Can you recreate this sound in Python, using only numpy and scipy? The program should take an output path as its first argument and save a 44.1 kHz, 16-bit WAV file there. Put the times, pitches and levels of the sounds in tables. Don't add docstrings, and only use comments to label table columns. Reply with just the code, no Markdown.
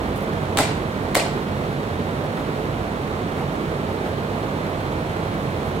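import sys
import numpy as np
from scipy import signal
from scipy.fft import rfft, irfft
from scipy.io import wavfile
from scipy.ndimage import uniform_filter1d

SR = 44100
rng = np.random.default_rng(int(sys.argv[2]) if len(sys.argv) > 2 else 0)


def generate_wav(signal):
    frames = np.transpose(np.atleast_2d(signal))
    scaled = np.clip(frames, -1, 1) * 32767
    pcm = np.round(scaled).astype(np.int16)
    wavfile.write(sys.argv[1], SR, pcm)


N = 255780

# (frequency [Hz], relative density [dB])
RUSH_SPECTRUM = [(20, -35), (32, -15), (48, -8.5), (66, -9), (80, -0.5), (122, -3.5), (150, -1.5),
                 (200, -1.5), (450, -2.5), (800, -7.5), (1200, -11), (1900, -16.5), (2700, -22),
                 (4100, -26), (4750, -32.5), (5600, -35), (8500, -38), (15000, -44)]
# (time [s], gain [dB])
RUSH_TRIM = [(0, 0.66), (2.8, -0.1), (4, 0.3), (5.8, 0.37)]
# (frequency [Hz], width [Hz], boost [dB])
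AISLE_MODES = [(92.3, 3.9, 9.6), (140.8, 11.2, 8.5), (201, 19, 4.2), (435, 9.9, 3.4), (640, 12, 4.1)]
# (harmonic [-], level [dB])
BLADE_TONES = [(1, -43), (2, -42.5), (3, -40.5), (4, -47), (5, -56), (8, -48.5)]
# (frequency [Hz], left minus right [dB])
FAN_SHADE = [(100, -3), (400, -3.5), (1050, -8.5), (1750, -2), (2800, -4), (5200, 2.5), (9000, 0)]
# (time [s], length [s], level [dB])
TACK_RUSTLES = [(0.148, 0.05, -47.5), (.222, .03, -52), (2.53, .15, -56), (4.69, .025, -53),
                (5.41, .04, -55), (5.63, 0.098, -55)]
# (time [s], length [s], level [dB])
KEEPER_TICKS = [(.1608, .002, -45), (.1775, .002, -41), (.2072, .002, -41.5), (.2243, .002, -42.5)]
# (frequency [Hz], relative level [dB])
RUSTLE_SPECTRUM = [(2000, -25), (5000, 3), (8000, 10), (11000, 11), (14500, 10), (16000, 2)]
# (time [s], level [dB], decay [s], hollow [Hz], hollow boost at full share [dB], treble corner [Hz])
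EDGE_TOUCHES = [(0.5719, 5.6, 0.0024, 3250, 7, 12000), (0.5772, -4, .0035, 1250, 17, 5000),
                (0.5822, -1, 0.005, 3550, 7, 10000), (1.1467, 2.3, 0.0055, 2080, 13, 30000)]
# (time [s], crack [dB], hollow [Hz], hollow boost at full share [dB], pop [dB],
# pop [Hz], pop half-width [cycles], sideways spill [Hz], place hit [0-1], thud half-width [s])
FLAP_SLAPS = [(0.5867, 6.3, 1540, 11.5, -10.5, 1000, .6, 710, 0, .005),
              (1.1522, 8.8, 2080, 11.5, -18.5, 1010, 1.4, 590, 1, .003)]
# (frequency [Hz], relative level [dB])
CRACK_SPECTRUM = [(100, 4), (400, -2.5), (900, 2.5), (1500, -2.5), (2100, -0.5), (2700, -3), (3400, -2),
                  (4200, -2), (5900, -8.5), (8000, -2.5), (11500, -10.5), (16000, -9)]
# (frequency [Hz], t60 [s], level hit at place 0 [dB], level hit at place 1 [dB])
SADDLE_MODES = [(270, .1, -35, -37), (571, .09, -36, -11), (645, .12, -13.5, -36), (695, .33, -42, -21),
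                (795, .13, -17, -33), (1615, .2, -26, -48), (1885, .3, -43, -26.5), (2020, .3, -28, -43),
                (4105, .16, -45, -27)]
# (delay [s], crack gain [dB], signed spill gain [-])
FIRST_ECHOES = [(.0032, -17, -0.35), (.0072, -32, 0.4), (.0140, -18, 1.2), (.0184, -11, -1.1),
                (.0215, -16, .5), (.046, -18, -0.15)]
# (frequency [Hz], relative level [dB])
BARN_SPECTRUM = [(200, -1), (700, 1), (2000, 1), (5000, -.5), (8500, 0), (12000, -2), (14000, -8),
                 (16000, -11)]
# (frequency [Hz], t60 [s])
BARN_DECAY = [(200, 0.44), (800, 0.52), (2000, 0.56), (5500, 0.46), (9000, 0.33), (15000, 0.25)]
# (time [s], level [dB], pitch factor [-])
BUCKLE_TICKS = [(0.6355, -25, .92), (1.1982, -19, 1)]
# (frequency [Hz], relative level [dB], t60 [s])
BUCKLE_MODES = [(2570, 0, .028), (2760, -2, .024)]
# (time [s], length [s], level [dB])
SOLE_STEPS = [(2.22, .06, -30.5), (2.35, .09, -30.5), (3.33, .13, -31), (3.88, .07, -33), (4.02, .1, -31.5),
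              (4.63, .07, -35), (5.17, .07, -36), (5.65, .05, -33)]
# (frequency [Hz], relative level [dB])
STEP_SPECTRUM = [(100, -24), (350, 4.5), (800, 2.5), (1300, -8.5), (2000, -15.5), (5000, -31), (16000, -39)]
# (time [s], length [s], level [dB])
SHOE_SCUFFS = [(2.35, .04, -42.5), (3.36, .06, -42), (4.045, .035, -38), (4.64, .04, -41), (5.09, .03, -41),
               (5.315, .05, -38)]
# (frequency [Hz], relative level [dB])
SCUFF_SPECTRUM = [(300, -10), (1500, 8), (3000, -1), (4500, -16), (9000, -20), (16000, -30)]

POP_LAG_S = .002
BIN_HZ = np.fft.rfftfreq(N, 1 / SR)
HIT_TIME_S = np.arange(SR // 3) / SR


def amp(db):
    return 10 ** (np.asarray(db) / 20)


def unit_rms(x):
    return x / np.sqrt(np.mean(x ** 2) + 1e-20)


def lookup(points, hz):
    f, value = np.transpose(points)
    return np.interp(np.log(hz + 1), np.log(f + 1), value)


def add(mix, time_s, sound):
    part = mix[max(round(time_s * SR), 0):][:len(sound)]
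    part += sound[:len(part)]


def delay(x, lag_s):
    return np.pad(x, (max(round(lag_s * SR), 0), 0))[:N]


def colour(x, spectrum, size=2048):
    log_gain = np.log(amp(lookup(spectrum, abs(np.fft.fftfreq(size, 1 / SR)))))
    taps = np.fft.ifft(np.exp(np.conj(signal.hilbert(log_gain)))).real
    return signal.oaconvolve(x, taps / np.linalg.norm(taps))[:N]


def drift(rate_hz):
    lowpass = np.exp(-(BIN_HZ / rate_hz) ** 2) * (BIN_HZ > 0)
    return unit_rms(irfft(rfft(rng.standard_normal(N)) * lowpass, N))


def mic_pair(left, other, coherence):
    shared = np.clip(abs(coherence), 0, 1)
    right = shared * rfft(left) * np.exp(-1j * np.angle(coherence))
    right += np.sqrt(1 - shared ** 2) * rfft(other)
    return np.array([left, irfft(right, N)])


def fan_coherence(lead_s=.000319, floor_lag_s=.000577, floor_gain=.375, direct_db=1, top_hz=3050,
                  spacing_m=.099, sound_m_per_s=343):
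    comb = abs(1 + floor_gain * np.exp(-2j * np.pi * BIN_HZ * floor_lag_s)) ** 2
    direct = amp(direct_db) ** 2 * comb / (1 + (BIN_HZ / top_hz) ** 2)
    diffuse = np.sinc(2 * BIN_HZ * spacing_m / sound_m_per_s)
    return (direct * np.exp(-2j * np.pi * BIN_HZ * lead_s) + diffuse) / (direct + 1)


def fan(rush_db=-25, flutter_db=.5, blade_hz=53.85, wobble_hz=.259, waver_db=2.5,
        hum_hz=237, hum_db=-47.5):
    t = np.arange(N) / SR
    aisle_db = sum(db / (1 + (2 * (BIN_HZ - hz) / width_hz) ** 2) for hz, width_hz, db in AISLE_MODES)
    shape = amp(lookup(RUSH_SPECTRUM, BIN_HZ) + aisle_db)
    air = unit_rms(irfft(rfft(rng.standard_normal((2, N))) * shape, N))
    air *= amp(rush_db + np.interp(t, *np.transpose(RUSH_TRIM)) + flutter_db * drift(rate_hz=120))
    passes = np.cumsum(blade_hz + wobble_hz * drift(rate_hz=1.3)) / SR
    tones = amp(hum_db) * np.sin(2 * np.pi * hum_hz * t)
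    for harmonic, db in BLADE_TONES:
        gain = amp(db + waver_db * drift(rate_hz=3.2))
        tones += gain * np.sin(2 * np.pi * (harmonic * passes + rng.random()))
    pair = mic_pair(air[0] + np.sqrt(2) * tones, air[1], fan_coherence())
    left_gain = amp(lookup(FAN_SHADE, BIN_HZ))
    shade = np.array([left_gain, np.ones_like(left_gain)]) / np.sqrt((1 + left_gain ** 2) / 2)
    return irfft(rfft(pair) * shade, N)


def grain_swells(events, spectrum, grains_per_s, spread_db=3):
    envelope = np.zeros(N)
    for time_s, length_s, db in events:
        add(envelope, time_s, amp(db) * signal.windows.hann(round(length_s * SR)) ** .5)
    sizes = amp(spread_db * np.minimum(rng.exponential(1, N), 3)) * rng.choice([-1., 1.], N)
    grains = unit_rms(sizes * (rng.random(N) < grains_per_s / SR))
    return colour(envelope * grains, spectrum)


def tack_rustle():
    return grain_swells(TACK_RUSTLES + KEEPER_TICKS, RUSTLE_SPECTRUM, grains_per_s=4800)


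def contact_burst(decay_s, hollow_hz, hollow_db, top_hz, rise_s=.00064, hollow_log_width=.13, size=2048):
    t, hz = np.arange(size) / SR, np.fft.rfftfreq(size, 1 / SR)
    envelope = (1 - np.exp(-(t / rise_s) ** 2)) * np.exp(-t / decay_s)
    burst = rng.standard_normal(size)
    for _ in range(4):
        local_rms = np.sqrt(abs(uniform_filter1d(burst ** 2, size=40)) + 1e-18)
        burst = envelope * np.tanh(burst / local_rms)
        burst = irfft(np.exp(1j * np.angle(rfft(burst))))
    hollow = amp(hollow_db * np.exp(-(np.log((hz + 1) / hollow_hz) / hollow_log_width) ** 2))
    burst = irfft(rfft(burst) * hollow / np.hypot(1, hz / top_hz))
    burst *= signal.windows.hann(2 * size)[size:]
    return burst / np.linalg.norm(burst)


def leather_cracks(hollow_share, crack_decay_s=.002, crack_top_hz=30000):
    out = np.zeros(N)
    landings = [(time_s, db, crack_decay_s, hollow_hz, hollow_db, crack_top_hz)
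                for time_s, db, hollow_hz, hollow_db, *_ in FLAP_SLAPS]
    for time_s, db, decay_s, hollow_hz, hollow_db, top_hz in EDGE_TOUCHES + landings:
        add(out, time_s, amp(db) * contact_burst(decay_s, hollow_hz, hollow_share * hollow_db, top_hz))
    return colour(out, CRACK_SPECTRUM)


def crack_pair(hollow_shares, lead_s=.00003, shared_hz=3820):
    coherence = np.exp(-2j * np.pi * BIN_HZ * lead_s) / (1 + (BIN_HZ / shared_hz) ** 2)
    left, other = (leather_cracks(share) for share in hollow_shares)
    return mic_pair(left, other, coherence)


def pulse(hz, half_width_s, lag_s):
    t = HIT_TIME_S - lag_s
    return np.exp(-(t / half_width_s) ** 2) * np.cos(2 * np.pi * hz * t)


def air_pops(spill_db=-10.5, spill_cycles=.97):
    pop, spill = np.zeros((2, N))
    for time_s, _, _, _, pop_db, pop_hz, pop_cycles, spill_hz, _, _ in FLAP_SLAPS:
        add(pop, time_s, -amp(pop_db) * pulse(pop_hz, pop_cycles / pop_hz, POP_LAG_S))
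        add(spill, time_s, -amp(spill_db) * pulse(spill_hz, spill_cycles / spill_hz, POP_LAG_S))
    return pop, spill


def ringing(modes, pitch=1):
    t = HIT_TIME_S
    return sum(amp(db - 60 * t / t60_s) * np.sin(2 * np.pi * hz * pitch * t) for hz, db, t60_s in modes)


def saddle_body(rise_s=.011, thud_hz=285, thud_db=-18, thud_lag_s=.0204):
    out = np.zeros(N)
    swell = 1 - np.exp(-(HIT_TIME_S / rise_s) ** 2)
    for time_s, *_, place, thud_s in FLAP_SLAPS:
        modes = [(hz, db0 + place * (db1 - db0), t60_s) for hz, t60_s, db0, db1 in SADDLE_MODES]
        add(out, time_s + POP_LAG_S, swell * ringing(modes))
        add(out, time_s, amp(thud_db) * pulse(thud_hz, thud_s, thud_lag_s))
    return out


def first_echoes(side_cracks, spill):
    cracks = [sum(amp(db) * delay(side, lag_s) for lag_s, db, _ in FIRST_ECHOES) for side in side_cracks]
    pops = sum(gain * delay(spill, lag_s) for lag_s, _, gain in FIRST_ECHOES)
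    return np.array([colour(side, BARN_SPECTRUM) for side in cracks]) + pops


def barn_tail(x, build_s=.0089, shared_hz=900, clump_db=2):
    hz, t, noise = signal.stft(rng.standard_normal((2, SR)), SR, nperseg=256)
    hz = hz[:, None]
    shared = np.exp(-(hz / shared_hz) ** 2 / 2)
    noise[1] = shared * noise[0] + np.sqrt(1 - shared ** 2) * noise[1]
    clumps = uniform_filter1d(rng.standard_normal(noise.shape[1:]), size=9, axis=0)
    clumps = unit_rms(uniform_filter1d(clumps, size=2, axis=1))
    level_db = clump_db * clumps + lookup(BARN_SPECTRUM, hz) - 60 * t / lookup(BARN_DECAY, hz)
    tail = signal.istft(noise * amp(level_db), SR, nperseg=256)[1][:, :SR]
    tail *= 1 - np.exp(-(np.arange(SR) / SR / build_s) ** 2)
    return signal.fftconvolve(x[None], tail / np.linalg.norm(tail[0]), axes=1)[:, :N]


def buckle():
    out = np.zeros(N)
    for time_s, db, pitch in BUCKLE_TICKS:
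        add(out, time_s, amp(db) * ringing(BUCKLE_MODES, pitch))
    return out


def footsteps():
    return grain_swells(SOLE_STEPS, STEP_SPECTRUM, grains_per_s=3400)


def scuffs():
    return grain_swells(SHOE_SCUFFS, SCUFF_SPECTRUM, grains_per_s=3600)


def scene(spill_to_tail_db=-2):
    cracks = crack_pair(hollow_shares=(.76, .81))
    side_cracks = crack_pair(hollow_shares=(.15, .15))
    pop, spill = air_pops()
    slaps = cracks + pop + saddle_body() + buckle()
    barn = first_echoes(side_cracks, spill) + barn_tail(side_cracks[0] + amp(spill_to_tail_db) * spill)
    rubbing = np.array([tack_rustle() + scuffs() for _ in range(2)])
    return slaps + barn + rubbing + footsteps() + fan()


def record(dry, edge_hz=15900):
    taps = signal.firwin(511, edge_hz, window=("kaiser", 9), fs=SR)
    return signal.oaconvolve(dry, taps[None], "same")


dry = scene()
out = record(dry)
generate_wav(out)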